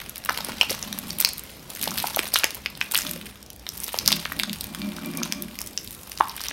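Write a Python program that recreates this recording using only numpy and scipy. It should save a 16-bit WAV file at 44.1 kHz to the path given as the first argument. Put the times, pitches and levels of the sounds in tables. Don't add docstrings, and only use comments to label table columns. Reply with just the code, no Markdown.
import sys
import numpy as np
from scipy import signal
from scipy.io import wavfile
from scipy.ndimage import uniform_filter1d

SR = 44100
rng = np.random.default_rng(int(sys.argv[2]) if len(sys.argv) > 2 else 0)


def store_wav(level_fs):
    pcm = np.round(np.clip(np.atleast_2d(level_fs), -1, 1) * 32767)
    wavfile.write(sys.argv[1], SR, pcm.T.astype(np.int16))


def rack_gain(trim_db):
    fader = np.asarray(trim_db, float)
    return 10 ** (fader / 20)


N = 287541


def evened(x):
    return x / np.sqrt(np.mean(x ** 2) + 1e-20)


def read(points, hz):
    f, value = np.transpose(points)
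    return np.interp(np.log(hz + 1), np.log(f + 1), value)


def curve(rows, order):
    rows = np.array(rows)
    return np.interp(np.arange(N) / SR, rows[:, 0], rows[:, order])


def add(mix, start_s, sound):
    part = mix[max(round(start_s * SR), 0):][:len(sound)]
    part += sound[:len(part)]


def resonate(x, hz, width_hz):
    return signal.lfilter(*signal.iirpeak(hz, hz / width_hz, SR), x)


def air():
    # frequency in Hz, density in dB per Hz.
    air_spectrum = [(16, -10), (79, 5.5), (177, 2), (434, -4), (1700, -14), (4420, -16.5), (9500, -23),
                    (16000, -26)]
    # time in seconds, level in dB.
    hiss_drift = [(0.0, -55.5), (0.54, -46), (1.72, -52.5), (1.96, -52.5), (3.59, -59), (3.94, -53),
                  (5.06, -52), (6.52, -58.5)]
    hop, size = 512, 2048
    frames, hz = N // hop + 5, np.fft.rfftfreq(size, 1 / SR)
    real, imag, patches = rng.standard_normal((frames, len(hz), 3)).T
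    patches = uniform_filter1d(patches, 20, 0)
    patches = evened(uniform_filter1d(patches, 8, 1))
    drift_db = np.interp(np.arange(frames) * hop / SR, *np.transpose(hiss_drift)) + 58
    share = read([(300, 0.39), (2500, 0.67)], hz)[:, None]
    level_db = read(air_spectrum, hz)[:, None] + 2.56 * patches + share * drift_db
    z = (real + 1j * imag) * rack_gain(level_db)
    noise = signal.istft(z, nperseg=size, noverlap=size - hop)[1][:N]
    return rack_gain(-46) * evened(noise)


def hum():
    return rack_gain(-54.5) * evened(resonate(rng.standard_normal(N), 61.2, width_hz=4.3))


def rub():
    # peak time in seconds, level in dB, length in seconds.
    drags = [(.34, -47, 0.077), (0.516, -35, 0.12), (0.702, -39, 0.046), (0.918, -40, .1),
             (1.064, -37, 0.27), (1.893, -32.5, 0.11), (2.182, -46, 0.083), (3.095, -36, 0.21),
             (4.128, -31.5, 0.15), (4.377, -33, 0.083), (4.49, -30, 0.035), (4.7, -45, 0.069),
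             (4.852, -29, 0.18), (5.075, -27.5, 0.075), (5.198, -24, 0.087), (5.392, -33, 0.3)]
    # frequency in Hz, width in Hz, level in dB.
    bowl_modes = [(167, 12, -6), (206, 17, -1), (230, 28, -3), (268, 45, -6), (350, 18, -14),
                  (597, 24, -16), (1110, 110, -22), (2360, 80, -17)]
    rest_db, rise_db, fall_db = -55.5, 19, 26
    t = np.arange(N) / SR
    pull = np.full(N, rack_gain(rest_db))
    for peak_s, db, length_s in drags:
        u = (t - peak_s) / length_s
        pull += rack_gain(db + np.minimum(rise_db * u, -fall_db * u))
    unevenness_db = 1.7 * evened(uniform_filter1d(rng.standard_normal(N), 900))
    slips = rng.standard_normal(N) * rack_gain(unevenness_db)
    slips *= np.roll(pull * rack_gain(15.5), -500)
    modes = np.zeros(N)
    for hz, width_hz, db in bowl_modes:
        ring = resonate(resonate(slips, hz, width_hz), hz, width_hz)
        modes += 4 * rack_gain(db) * ring * np.sqrt(30 / width_hz)
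    table_top = rack_gain(-16) * resonate(slips, 520, width_hz=340)
    return modes + table_top


def cavity(hz, turns, glide, rough, noise):
    u = np.arange(len(noise)) * hz / SR / turns
    shape = u ** 1.11 * np.exp(-.6 * u ** 2)
    ring = shape * np.cos(2 * np.pi * turns * (u - 1) * (1 + glide * u))
    fuzz = shape * noise
    for _ in range(2):
        fuzz = resonate(fuzz, 0.9 * hz, 1.83 * hz)
    return (1 - rough) * ring / abs(ring).max() + rough * 1.69 * fuzz / abs(fuzz).max()


def tick(noise, t60_s):
    high = signal.sosfilt(signal.butter(3, 7600, "high", fs=SR, output="sos"), noise)
    t = np.arange(len(noise)) / SR
    attack = 1 - np.exp(-t / 0.00036)
    return 1.42 * evened(high) * attack * rack_gain(-60 * t / t60_s)


def scatter(burst, chance, wall_db, t60_s):
    where, sign = chance
    path = np.zeros(200)
    path[(6 + 190 * where ** 1.5).astype(int)] = 2 * sign - 1
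    path *= rack_gain(wall_db - 60 * np.arange(200) / SR / t60_s)
    path[0] = 1
    return np.convolve(burst, path)


def bursts():
    # start in seconds, cavity peak in dB, cavity in Hz.
    clean = [(.2913, -18.5, 1770), (.4078, -22, 4360), (.6121, -2, 2470), (.7034, -16.5, 5170),
             (.8273, -17, 6100), (1.1058, -18, 4560), (2.147, -19, 5820), (2.3441, -9.5, 5300),
             (2.3583, -7, 2940), (2.3628, -10, 2960), (2.3972, -20, 4470), (2.4357, -12.5, 2010),
             (2.6605, -14.5, 2130), (2.7524, -32, 4300), (2.8132, -11, 2220), (2.9551, -12, 2970),
             (3.019, -20.5, 6190), (3.067, -19.5, 2940), (3.6666, -22, 2960), (4.1268, -5, 4800),
             (4.1952, -24, 3140), (4.2526, -18.5, 3860), (4.4343, -11.5, 4350), (4.496, -22.5, 3470),
             (4.8178, -21.5, 3650), (5.233, -11.5, 5760), (5.3237, -5.5, 5870), (5.7763, -14, 5800),
             (6.1755, -21.5, 4650), (6.4144, -23, 5360)]
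    # start in seconds, cavity peak in dB, cavity in Hz.
    torn = [(.295, -16.5, 1690), (.3756, -15, 3900), (.6983, -21.5, 4620), (.7163, -20, 3350),
            (.9279, -17, 3740), (1.199, -20, 4500), (1.2247, -18.5, 3600), (1.2486, -2.5, 5300),
            (1.2897, -13, 4850), (1.8142, -15.5, 3760), (1.8338, -15.5, 4260), (1.8775, -17, 3770),
            (1.9082, -21, 5800), (1.978, -15, 2860), (1.9934, -19, 4720), (2.0704, -18, 5430),
            (2.0996, -25, 4830), (2.192, -9, 2860), (2.4428, -7, 2100), (2.947, -9.5, 3520),
            (2.964, -17, 2970), (2.9882, -12.5, 5770), (3.6903, -17.5, 6650), (3.988, -10.5, 5250),
            (4.0607, -15.5, 5450), (4.0778, -4.5, 5000), (4.1197, -9, 5500), (4.3981, -13.5, 2930),
            (4.6097, -15.5, 4250), (5.5891, -21, 5900)]
    # start in seconds, cavity peak in dB, cavity in Hz.
    small = [(.1587, -23, 5430), (.2597, -22, 2620), (.3434, -30, 4380), (.584, -28, 3930),
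             (.749, -21.5, 5360), (1.2175, -23, 4950), (1.7021, -24, 5300), (1.794, -25, 4550),
             (2.2555, -27, 2970), (2.5066, -21.5, 4520), (2.7017, -32, 4640), (3.428, -31.5, 5040),
             (3.463, -37, 6100), (3.503, -29.5, 5500), (3.596, -36, 5500), (3.9434, -21.5, 2200),
             (4.087, -24, 4300), (4.165, -22, 3510), (4.3227, -20.5, 1810), (4.392, -17.5, 5250),
             (4.531, -19.5, 4450), (4.7484, -19.5, 3400), (4.9655, -27, 4240), (5.616, -19, 5900),
             (5.6627, -26.5, 5650), (5.8755, -29.5, 3750), (6.118, -24.5, 4500), (6.296, -26.5, 4230),
             (6.4381, -21.5, 5570), (6.4849, -18.5, 4840)]
    # start in
    # seconds, film peak in dB.
    films = [(0.095, -15.5), (0.1804, -20), (0.2497, -20), (0.988, -12), (1.1863, -12.5), (1.2026, -4.5),
             (1.2108, -7), (1.3335, -19.5), (1.3811, -20), (1.437, -25), (1.7511, -21), (1.827, -12),
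             (1.84, -11.5), (2.0256, -16), (2.162, -9), (2.278, -19), (2.3393, -6.5), (2.388, -9),
             (2.5525, -22), (2.9204, -10.5), (2.976, -3.5), (3.112, -11.5), (3.842, -12.5), (3.9316, -20.5),
             (4.077, -1), (5.173, -16.5), (5.4226, -18), (5.845, -27), (5.908, -22), (6.365, -20),
             (.3285, -23), (0.447, -13.5), (.7075, -14), (0.815, -29), (1.0826, -29), (1.1268, -32),
               (1.3945, -20), (1.9737, -19), (2.0746, -18), (2.1982, -23), (2.547, -20), (2.7745, -28),
               (3.045, -30), (3.074, -24), (3.532, -30), (3.562, -31), (3.777, -22), (3.8023, -17),
               (3.8367, -18), (4.1593, -19), (4.642, -18.5), (5.0599, -23), (5.606, -23), (5.6737, -21),
               (5.917, -27.5), (5.979, -38), (6.033, -24.5), (6.097, -28), (6.2838, -25), (6.447, -28)]
    rows = []
    for kind, tick_db in ((clean, -23), (torn, -2.5), (small, 0)):
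        rows += [(s, db, hz, tick_db) for s, db, hz in kind]
    film_tick_db, film_cavity_hz = 15, 3860
    for s, film_db in films:
        rows.append((s, film_db - film_tick_db, film_cavity_hz, film_tick_db))
    return rows


def tearing():
    starts = np.zeros(N)
    for s, db, hz, tick_db in bursts():
        strength = rack_gain(0.59 * (db + max(tick_db, 0) + 13))
        add(starts, max(s - .012, 0), strength * np.ones(1))
    t = np.arange(6000) / SR
    swell = t / 0.022 * np.exp(1 - t / 0.016)
    return 1 + 0.65 * signal.oaconvolve(starts, swell)[:N]


def crackle():
    # time in seconds, crackle in dB, film tick in dB above the cavities.
    working = [(0.0, -40, -2), (.2, -50, 3), (.47, -38.5, -4.5), (.9, -41, 0.5), (1.25, -47.5, 4.5),
               (1.6, -50.5, 3), (1.94, -37, 3), (2.4, -40.5, 1), (2.74, -51, -2), (2.98, -39.5, 4.5),
               (3.3, -46, 3.5), (3.54, -74, -2), (3.74, -44.5, 10), (4.05, -39, 0), (4.5, -46.5, 4),
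               (5.25, -44.5, -1.5), (5.9, -55.5, 12), (6.35, -40.5, -0.5)]
    rate_hz, kinds = 600, 48
    size = rack_gain(4.55 * np.minimum(rng.exponential(1, N), 4.5)) * (rng.random(N) < rate_hz / SR)
    kind = rng.integers(0, kinds, N)
    noise, walls = rng.standard_normal((kinds, 2, 200)), rng.random((kinds, 2, 24))
    rings, ticks = np.zeros((2, N))
    for k, hz in enumerate(np.geomspace(1100, 6500, num=kinds)):
        ring = cavity(hz, turns=0.61, glide=0.014, rough=0.64, noise=noise[k, 0])
        film = tick(noise[k, 1], t60_s=0.0014)
        places = np.flatnonzero(size * (kind == k))
        for layer, burst in ((rings, ring), (ticks, film)):
            burst = scatter(burst, walls[k], wall_db=-9.5, t60_s=0.071)
            for i in places:
                add(layer, i / SR, size[i] * burst)
    level = rack_gain(curve(working, order=1) - 5.5)
    bright = rack_gain(curve(working, order=2))
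    return level * tearing() * (evened(rings) + bright * evened(ticks))


def snaps():
    out, rows = np.zeros(N), bursts()
    noise, walls = rng.standard_normal((len(rows), 2, 200)), rng.random((len(rows), 2, 24))
    for (s, db, hz, tick_db), (lip, film), wall in zip(rows, noise, walls):
        cleanness = np.clip(-tick_db / 25, 0, 1)
        turns = (0.76 + 0.59 * cleanness) * (hz / 3000) ** 0.62
        ring = cavity(hz, turns, glide=0.042, rough=.4 - 0.059 * cleanness, noise=lip)
        burst = ring + rack_gain(tick_db + 1.5) * tick(film, t60_s=0.0037)
        add(out, s - .0003, rack_gain(db + 2.0) * scatter(burst, wall, wall_db=-7.0, t60_s=0.014))
    return out


def pops():
    # start in seconds, peak in dB, cavity in Hz, turns to the peak.
    pockets = [(2.191, -23.5, 370, 0.89), (0.2908, -11, 1300, 1.15), (0.2949, -11.5, 1300, 0.89),
               (.3053, -25, 810, 1.37), (0.3744, -19, 1270, 0.54), (.7088, -24.5, 444, 1.38),
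               (.7154, -26, 550, 1.24), (0.9265, -29, 1520, 1.5), (1.249, -15.5, 2100, 1.17),
               (3.16, -34, 520, 1.9), (1.8747, -18, 680, 1.04), (1.917, -23.5, 1210, 1),
               (2.0414, -13, 804, 1.44), (2.17, -13.5, 660, 1.2), (2.3385, -20.5, 597, 0.68),
               (2.3584, -9, 1200, 0.94), (2.436, -12, 1690, 1.3), (2.442, -17.5, 630, 0.72),
               (2.9874, -26, 1600, 1.4), (3.6675, -27.5, 1370, 0.62), (3.943, -18.5, 800, 0.84),
               (4.1186, -24.5, 920, 0.98), (4.2567, -12.5, 1630, .6), (4.3203, -18.5, 1500, 0.72),
               (4.436, -19, 1580, 1.2), (4.9846, -28.5, 1370, 1.75), (5.218, -20, 1100, 0.78),
               (6.2039, -18.5, 775, 0.51), (6.208, -2, 960, 0.98), (6.512, -17.5, 1570, 0.49)]
    out = np.zeros(N)
    noise, walls = rng.standard_normal((len(pockets), 600)), rng.random((len(pockets), 2, 4))
    for (s, db, hz, turns), lip, wall in zip(pockets, noise, walls):
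        burst = cavity(hz, max(turns, .3), glide=0.019, rough=0.23, noise=lip)
        burst = scatter(burst, wall, wall_db=-9.5, t60_s=0.022)
        mellowed = signal.lfilter(*signal.butter(2, 2.3 * hz, fs=SR), burst)
        add(out, s - .0007, rack_gain(db + 2.0) * mellowed)
    return out


def tail():
    # delay in seconds, level in dB.
    echoes = [(.0036, -16), (0.009, -16), (0.0113, -19), (.017, -42), (.023, -20.5)]
    # frequency in Hz, t60 in seconds.
    room_decay = [(400, 0.72), (1100, 0.39), (2800, 0.29), (7000, 0.39), (15000, 0.089)]
    taps = np.zeros(SR // 2)
    at = np.arange(350, len(taps) - 20, 20)
    taps[at + rng.integers(0, 20, len(at))] = rng.choice([-1., 1.], len(at))
    hz, t, z = signal.stft(taps, SR, nperseg=256)
    decay = rack_gain(-60 * t / read(room_decay, hz)[:, None])
    path = signal.istft(z * decay, SR, nperseg=256)[1]
    path *= rack_gain(-14.0) / np.linalg.norm(path)
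    for delay_s, db in echoes:
        add(path, delay_s * rng.uniform(1.0, 1.04), rack_gain(db) * np.ones(1))
    return signal.lfilter(*signal.butter(1, [800, 9000], "band", fs=SR), path)


def space(x):
    turn = np.pi * 7.3 * np.arange(N) / SR
    out = x.copy()
    for k in range(3):
        share = np.sqrt(2 / 3) * np.cos(turn + np.pi * k / 3)
        out += signal.oaconvolve(x * share, tail())[:N]
    return out


def microphone(x):
    # frequency in Hz, gain in dB.
    port_response = [(1500, 2.5), (3000, 5), (5500, 5.5), (7500, -1.5), (9300, 3.5), (10500, 0),
                     (12500, 4.5), (15500, -2.5)]
    hz = np.linspace(0, SR / 2, 129)
    gain = rack_gain(2 * read(port_response, hz))
    port = signal.minimum_phase(signal.firwin2(255, hz, gain, fs=SR))
    return signal.oaconvolve(x, port)[:N]


def scene():
    slime = microphone(space(snaps() + pops() + crackle()))
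    slime = signal.lfilter(*signal.butter(2, 260, "high", fs=SR), slime)
    return (slime + rub() + air() + hum())[None]


def top_cut(x):
    return signal.sosfilt(signal.butter(12, 16650, fs=SR, output="sos"), x)


def record(dry):
    low_pass = signal.firwin(255, 15950, window=("kaiser", 7), fs=SR)
    held = signal.oaconvolve(np.clip(dry, -1, 1), low_pass[None], "same")
    return top_cut(held)


dry = scene()
out = record(dry)
store_wav(out)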